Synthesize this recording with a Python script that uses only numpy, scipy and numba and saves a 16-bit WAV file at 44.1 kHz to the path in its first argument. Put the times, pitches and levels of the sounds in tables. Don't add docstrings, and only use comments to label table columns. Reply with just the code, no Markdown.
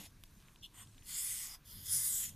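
import sys
import numpy as np
from scipy import signal
from scipy.fft import rfft, irfft
from scipy.io import wavfile
from scipy.ndimage import uniform_filter1d
from numba import njit

SR = 44100
rng = np.random.default_rng(int(sys.argv[2]) if len(sys.argv) > 2 else 0)


def digitize_waveform(pressure):
    field = np.atleast_2d(pressure).T
    bounded = np.clip(field, -1, 1)
    quanta = np.round(bounded * 32767).astype(np.int16)
    wavfile.write(sys.argv[1], SR, quanta)


def linear_from_db(decibels):
    return 10 ** (np.asarray(decibels, float) / 20)


N = 103767
RUMBLE_DB = -61.5

# time_s, level_db
DRAG = [
    [(0, -51.5), (.03, -55.5), (.064, -55), (.086, -72), (.11, -70)],
    [(.615, -89), (.63, -53.5), (.642, -51), (.664, -54), (.685, -79)],
    [(.725, -91), (.742, -62.5), (.792, -52.5), (.832, -56), (.855, -74), (.89, -74), (1.02, -83)],
    [(1.03, -66), (1.094, -43.5), (1.18, -40.5), (1.3, -39.5), (1.436, -41.5), (1.55, -53.5), (1.585, -83)],
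    [(1.38, -77), (1.46, -62.5), (1.55, -58), (1.59, -82)],
    [(1.63, -93), (1.654, -63.5), (1.716, -53), (1.83, -56.5), (1.87, -61)],
    [(1.83, -77), (1.87, -55.5), (1.895, -51.5), (1.93, -69)],
    [(1.825, -72), (1.861, -46.5), (1.931, -35), (2.065, -35.5), (2.241, -38.5), (2.293, -48), (2.305, -55),
     (2.35, -68.5)],
]
# freq_hz, level_db
TOUCH = [
    [(71, -32), (120, 16.5), (533, -7), (721, -4.5), (1170, -15), (2840, -10), (11200, -6), (14800, -13.5)],
    [(1500, -50), (2500, -21.5), (2900, 2.5), (4100, -5), (4800, -28), (8800, -15.5), (10500, -21.5),
     (12500, -16), (14800, -28)],
    [(700, -9), (1100, -10.5), (2400, -15), (3000, -7.5), (5900, -23.5), (8500, 4.5), (10500, -16.5),
     (12700, -4), (14800, -27)],
]
# freq_hz, level_db
GRIP = [
    [(350, -64), (600, -23), (1620, -18), (1980, -8), (2680, -7.5), (5930, -10), (7720, 1.5), (14200, 1)],
    [(410, -41), (700, 2.5), (2190, -6), (3560, 1.5), (4230, -16), (6000, 3.5), (7800, -35), (13200, -120)],
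    [(900, -11.5), (2600, -22), (3100, -0.5), (3700, -3.5), (4200, -7), (4800, -9.5), (9000, -7.5),
     (11500, -1.5), (14200, 0)],
    [(1470, -67), (2500, -32), (3370, 1.5), (3990, -14), (6500, -3), (8450, -32), (14300, -120)],
    [(350, -77), (600, -28.5), (2000, -17), (2380, -20.5), (3400, -17), (6250, -8), (7330, -0.5),
     (14200, -1.5)],
]


def marker():
    t = np.arange(N) / SR
    scrape = barrel(fibre_grit())
    scrape = scrape + sheet(scrape)
    out = np.zeros(N)
    for drag, grip in zip(DRAG, TOUCH + GRIP):
        time_s, level_db = np.transpose(drag)
        on = (t >= time_s[0]) & (t <= time_s[-1])
        tone = colour(scrape, grip)
        out += on * linear_from_db(np.interp(t, time_s, level_db)) * tone / np.std(tone[on])
    return spots(out)


def fibre_grit():
    fibres_per_s, spread_db = 30000, 2.0
    slip_fast_db, slip_slow_db = 0.53, 0.35
    sizes = linear_from_db(spread_db * np.minimum(rng.exponential(1, N), 4)) * rng.standard_normal(N)
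    plucked = rng.random(N) < fibres_per_s / SR
    return sizes * plucked * linear_from_db(slip_fast_db * drift(380) + slip_slow_db * drift(36))


# freq_hz, width_hz, level_db over the scrape
BARREL = [(1127, 146, 8), (1513, 184, 8), (2005, 250, 12), (3400, 435, 9.5), (5120, 630, 6),
          (6685, 116, 10), (8450, 340, -1.5), (10840, 330, 0), (11670, 220, -7), (12960, 150, -10)]


def barrel(grit):
    patchy_db = 3.5
    paper_width_hz, paper_db, paper_swing_db, paper_shifts_per_s = 244, 1, 5, 6.5
    out = grit.copy()
    for hz, width, db in BARREL:
        out += linear_from_db(db + patchy_db * drift(2.37)) * resonance(grit, hz, width)
    for hz in np.linspace(900, 14000, 36) * rng.uniform(.97, 1.03, 36):
        level = linear_from_db(paper_db + paper_swing_db * drift(paper_shifts_per_s))
        out += level * resonance(grit, hz, paper_width_hz)
    return out


# time_s, freq_hz, level_db over the scrape
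SHEET = [(1.05, 6700, -18), (1.151, 7260, 10.5), (1.2, 7830, 11), (1.25, 9600, 4), (1.32, 9500, 2),
         (1.4, 8240, -2.5), (1.8, 6800, -36), (1.921, 10040, 9.5), (2.0, 9550, 2), (2.08, 9400, 6),
         (2.13, 7540, 8.5), (2.201, 7680, 9.5), (2.301, 6400, 1)]
# time_s, freq_hz, level_db over the scrape
FLAP = [(1.04, 4030, 2), (1.12, 4000, 6.5), (1.3, 6260, 3), (1.45, 5330, 9), (1.87, 4760, -10),
        (1.947, 5460, 10), (2.02, 4950, -8), (2.12, 3400, -7.5), (2.248, 2760, 12)]


def sheet(scrape):
    return travelling(scrape, SHEET, 1000) + travelling(scrape, FLAP, 910)


def travelling(x, rows, width):
    t = np.arange(N) / SR
    time_s, hz, db = np.transpose(rows)
    cosine = np.cos(2 * np.pi * np.interp(t, time_s, hz) / SR)
    r = np.exp(-np.pi * width / SR)
    return linear_from_db(np.interp(t, time_s, db, left=-40)) * glide(x, cosine, r)


@njit
def glide(x, cosine, r):
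    y = np.zeros(len(x))
    gain = (1 - r * r) / 2
    for i in range(2, len(x)):
        y[i] = gain * (x[i] - x[i - 2]) + 2 * r * cosine[i] * y[i - 1] - r * r * y[i - 2]
    return y


# start_s, end_s, freq_hz, level_db
SPOTS = [(-1, 0.098, 2780, 6), (0.5, 0.05, 7800, 5.5), (0, 0.051, 11400, 6.5), (0.5, .08, 1230, -3),
         (0.5, 0.11, 6800, -5), (-0.5, 0.09, 8600, -7), (0.7, .86, 1050, 5.5), (.73, .86, 1890, 4.5),
         (0.2, .86, 2900, 5), (0.5, 1.1, 3700, -5), (1.2, .86, 2530, -6), (1.5, .85, 12600, 3.5),
         (1.8, 1.58, 1840, 3.5), (1.1, 1.3, 3430, 3.5), (0.9, 1.16, 4300, 3), (0.9, 1.58, 2600, -5),
         (2.5, 1.58, 4000, -12), (1.7, 1.58, 3440, 2.5), (1.14, 1.4, 5060, 4), (1.06, 1.25, 5850, -2),
         (1.55, 1.45, 6650, 3.5), (1.3, 1.4, 8400, 3.5), (1.5, 1.8, 7600, -3), (2.1, 1.87, 3230, 4.5),
         (0.5, 1.87, 3900, -13), (1.5, 1.85, 4950, 6), (0, 1.87, 5740, -10), (1.8, 1.87, 6600, 6),
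         (1.8, 1.77, 11600, 5), (3, 1.82, 12100, 3), (2.3, 2.4, 12400, 6.5), (1, 2.1, 12000, -4),
         (3.05, 2.04, 10100, 5), (2.6, 1.7, 11050, 6), (1.89, 2.0, 7800, 3.5), (2.4, 2.1, 5070, -7.5),
         (2.04, 2.3, 10100, 3.5), (2.5, 2.26, 9170, 3), (2, 2, 7370, 4.5), (2.5, 2.27, 8550, 4),
         (1, 2.27, 8100, -6.5), (1.5, 2.2, 13700, 5), (1.5, 2, 11000, 8), (2.0, 2.1, 3440, 2.5),
         (0.5, 2.08, 12300, -8)]


def spots(x):
    width_hz, fade_s = 305, 0.027
    t, out = np.arange(N) / SR, x.copy()
    for start, end, hz, db in SPOTS:
        near = np.clip(np.minimum(t - start, end - t) / fade_s + .5, 0, 1)
        out += near * (linear_from_db(db) - 1) * resonance(x, hz, width_hz * (hz / 4000) ** .5)
    return out


# start_s, peak_db, ring_hz, t60_s
TICKS = [
    (0.2374, -44, 3300, 0.0053),
    (0.403, -61.5, 3470, 0.013),
    (0.4243, -61.5, 3340, 0.018),
    (0.4847, -55, 2850, 0.0082),
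    (0.5602, -52.5, 3180, 0.0087),
    (0.873, -59, 3600, 0.012),
    (0.9467, -59, 3340, 0.0079),
    (0.9808, -54.5, 3430, 0.022),
    (1.0238, -54.5, 2920, 0.017),
]
CRACK_DB = [2.5, -2, 0, -12, -32, 1, -9, -14, -22]


def ticks():
    t, out = np.arange(N) / SR, np.zeros(N)
    crack_colour = [(600, -7), (1000, -2.0), (1800, -13), (3300, -4), (6500, -9.0), (14300, -1)]
    bright = colour(rng.standard_normal(N), crack_colour)
    scuff = rms_one(resonance(rng.standard_normal(N), 2300, 1100))
    for (s, db, hz, t60), crack_db in zip(TICKS, CRACK_DB):
        for spread in (-0.095, 0, 0.095):
            out += ring(s, db - 5, hz * (1 + spread), t60)
        out += ring(s, db + crack_db - 5, 4900, t60)
        out += (t > s) * linear_from_db(db + crack_db - 60 * np.abs(t - s) / 0.012) * bright
        out += (t > s - t60 / 3) * linear_from_db(db - 17 - 60 * np.abs(t - s) / (2.5 * t60)) * scuff
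    return out


# start_s, peak_db, freq_hz, t60_s
BUMPS = [
    (.002, -48.5, 201, 0.088),
    (.01, -58, 289.6, 0.18),
    (.96, -58, 256, .1),
    (.78, -57.5, 104.5, .5),
    (.88, -55, 104.3, 0.43),
    (1.01, -51.5, 108, 0.087),
    (1.76, -59, 146, 1),
    (1.879, -51.5, 99.7, 0.7),
    (1.939, -52, 146, 0.63),
]


def bumps():
    return sum(ring(*row) for row in BUMPS)


# freq_hz, level_db
ROOM = [(12, -44), (20, 7.5), (52, -4), (166, -13), (198, -10.5), (433, -19), (900, -26), (1170, -30.5),
        (1980, -120)]
# freq_hz, width_hz, level_db over the rumble
ROOM_MODES = [(45, 13.4, 3.5), (101, 49, 7), (146, 13.5, 1.5), (196.2, 7.1, 1)]
# time_s, level_db
SWELL = [(0, -1.5), (.9, 0.5), (1.6, -0.5), (1.9, 3), (2.35, 3)]


def room():
    white = rng.standard_normal(N)
    low = white.copy()
    for hz, width, db in ROOM_MODES:
        low += linear_from_db(db + 5.8 * drift(4.55)) * resonance(white, hz, width)
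    swell_db = np.interp(np.arange(N) / SR, *np.transpose(SWELL))
    return linear_from_db(RUMBLE_DB + swell_db) * rms_one(colour(low, ROOM))


# freq_hz, level_db
HISS = [(290, 18.5), (500, -20.5), (600, -8), (1050, 7.5), (2370, 2.5), (3260, 4), (10300, -0.5),
        (14200, 0.5)]


def hiss():
    hiss_db, swing_db, patchy_db = -69.5, 0.9, 2
    flat = colour(rng.standard_normal(N), HISS)
    edges = np.geomspace(250, 16000, 10)
    together = swing_db * drift(2.8)
    out = np.zeros(N)
    for lo, hi in zip(edges, edges[1:]):
        out += linear_from_db(together + patchy_db * drift(5.1)) * band(flat, lo, hi)
    return linear_from_db(hiss_db) * rms_one(out)


# low_hz, high_hz, level_db, rarity
SIDE_BANDS = [(200, 800, -40, -.5), (2200, 4600, -12, 1.5), (4800, 6000, -2, .7), (6000, 7600, -3, .2),
              (7600, 9000, -6, -.3)]


def side_traces(mid):
    rarer_per_db = .045
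    loud_db = 10 * np.log10(uniform_filter1d(mid ** 2, size=2048) + 1e-12) + 60
    scrambled, side = mid * rng.choice([-1, 1], N), 0
    for lo_hz, hi_hz, db, rarity in SIDE_BANDS:
        is_open = drift(9) > rarity + rarer_per_db * loud_db
        gate = uniform_filter1d(1. * is_open, size=600)
        source = scrambled if hi_hz > 2000 else rng.standard_normal(N) * linear_from_db(RUMBLE_DB + 20)
        side = side + linear_from_db(db) * band(band(gate * source, lo_hz, hi_hz), lo_hz, hi_hz)
    return side


def rms_one(x):
    return x / np.sqrt(np.mean(x ** 2) + 1e-20)


def drift(rate):
    r = np.exp(-16 * np.pi * rate / SR)
    slow = signal.lfilter([1], [1, -2 * r, r * r], rng.standard_normal(N // 8 + 8002))
    slow = slow[8000:]
    return np.interp(np.arange(N) / 8, np.arange(len(slow)), rms_one(slow - slow.mean()))


def colour(x, points):
    hz, db = np.transpose(points)
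    grid = np.maximum(np.arange(N // 2 + 1) * SR / N, 1)
    right = db[-1] if hz[-1] > 12000 else -80
    gain_db = np.interp(np.log(grid), np.log(hz), db, left=-80, right=right)
    return irfft(rfft(x) * linear_from_db(gain_db), N)


def resonance(x, hz, width):
    r = np.exp(-np.pi * width / SR)
    poles = [1, -2 * r * np.cos(2 * np.pi * hz / SR), r * r]
    return signal.lfilter([(1 - r * r) / 2, 0, (r * r - 1) / 2], poles, x)


def ring(s, db, hz, t60):
    t = np.maximum(np.arange(N) / SR - s, 0)
    return linear_from_db(db - 60 * t / t60) * np.sin(2 * np.pi * hz * t)


def band(x, lo_hz, hi_hz):
    return signal.sosfilt(signal.butter(4, [lo_hz, hi_hz], "band", fs=SR, output="sos"), x)


def scene():
    mid = marker() + ticks() + bumps() + room() + hiss()
    side = side_traces(mid)
    return np.array([mid + side, mid - side])


def band_limit(x):
    return signal.sosfilt(signal.butter(12, 15470, fs=SR, output="sos"), x)


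def record(dry):
    cutoff_hz, leak_db = 14260, -72
    grid = np.arange(N // 2 + 1) * SR / N
    cut = irfft(rfft(dry) * np.where(grid < cutoff_hz, 1, linear_from_db(leak_db)), N)
    return band_limit(cut)


dry = scene()
out = record(dry)
digitize_waveform(out)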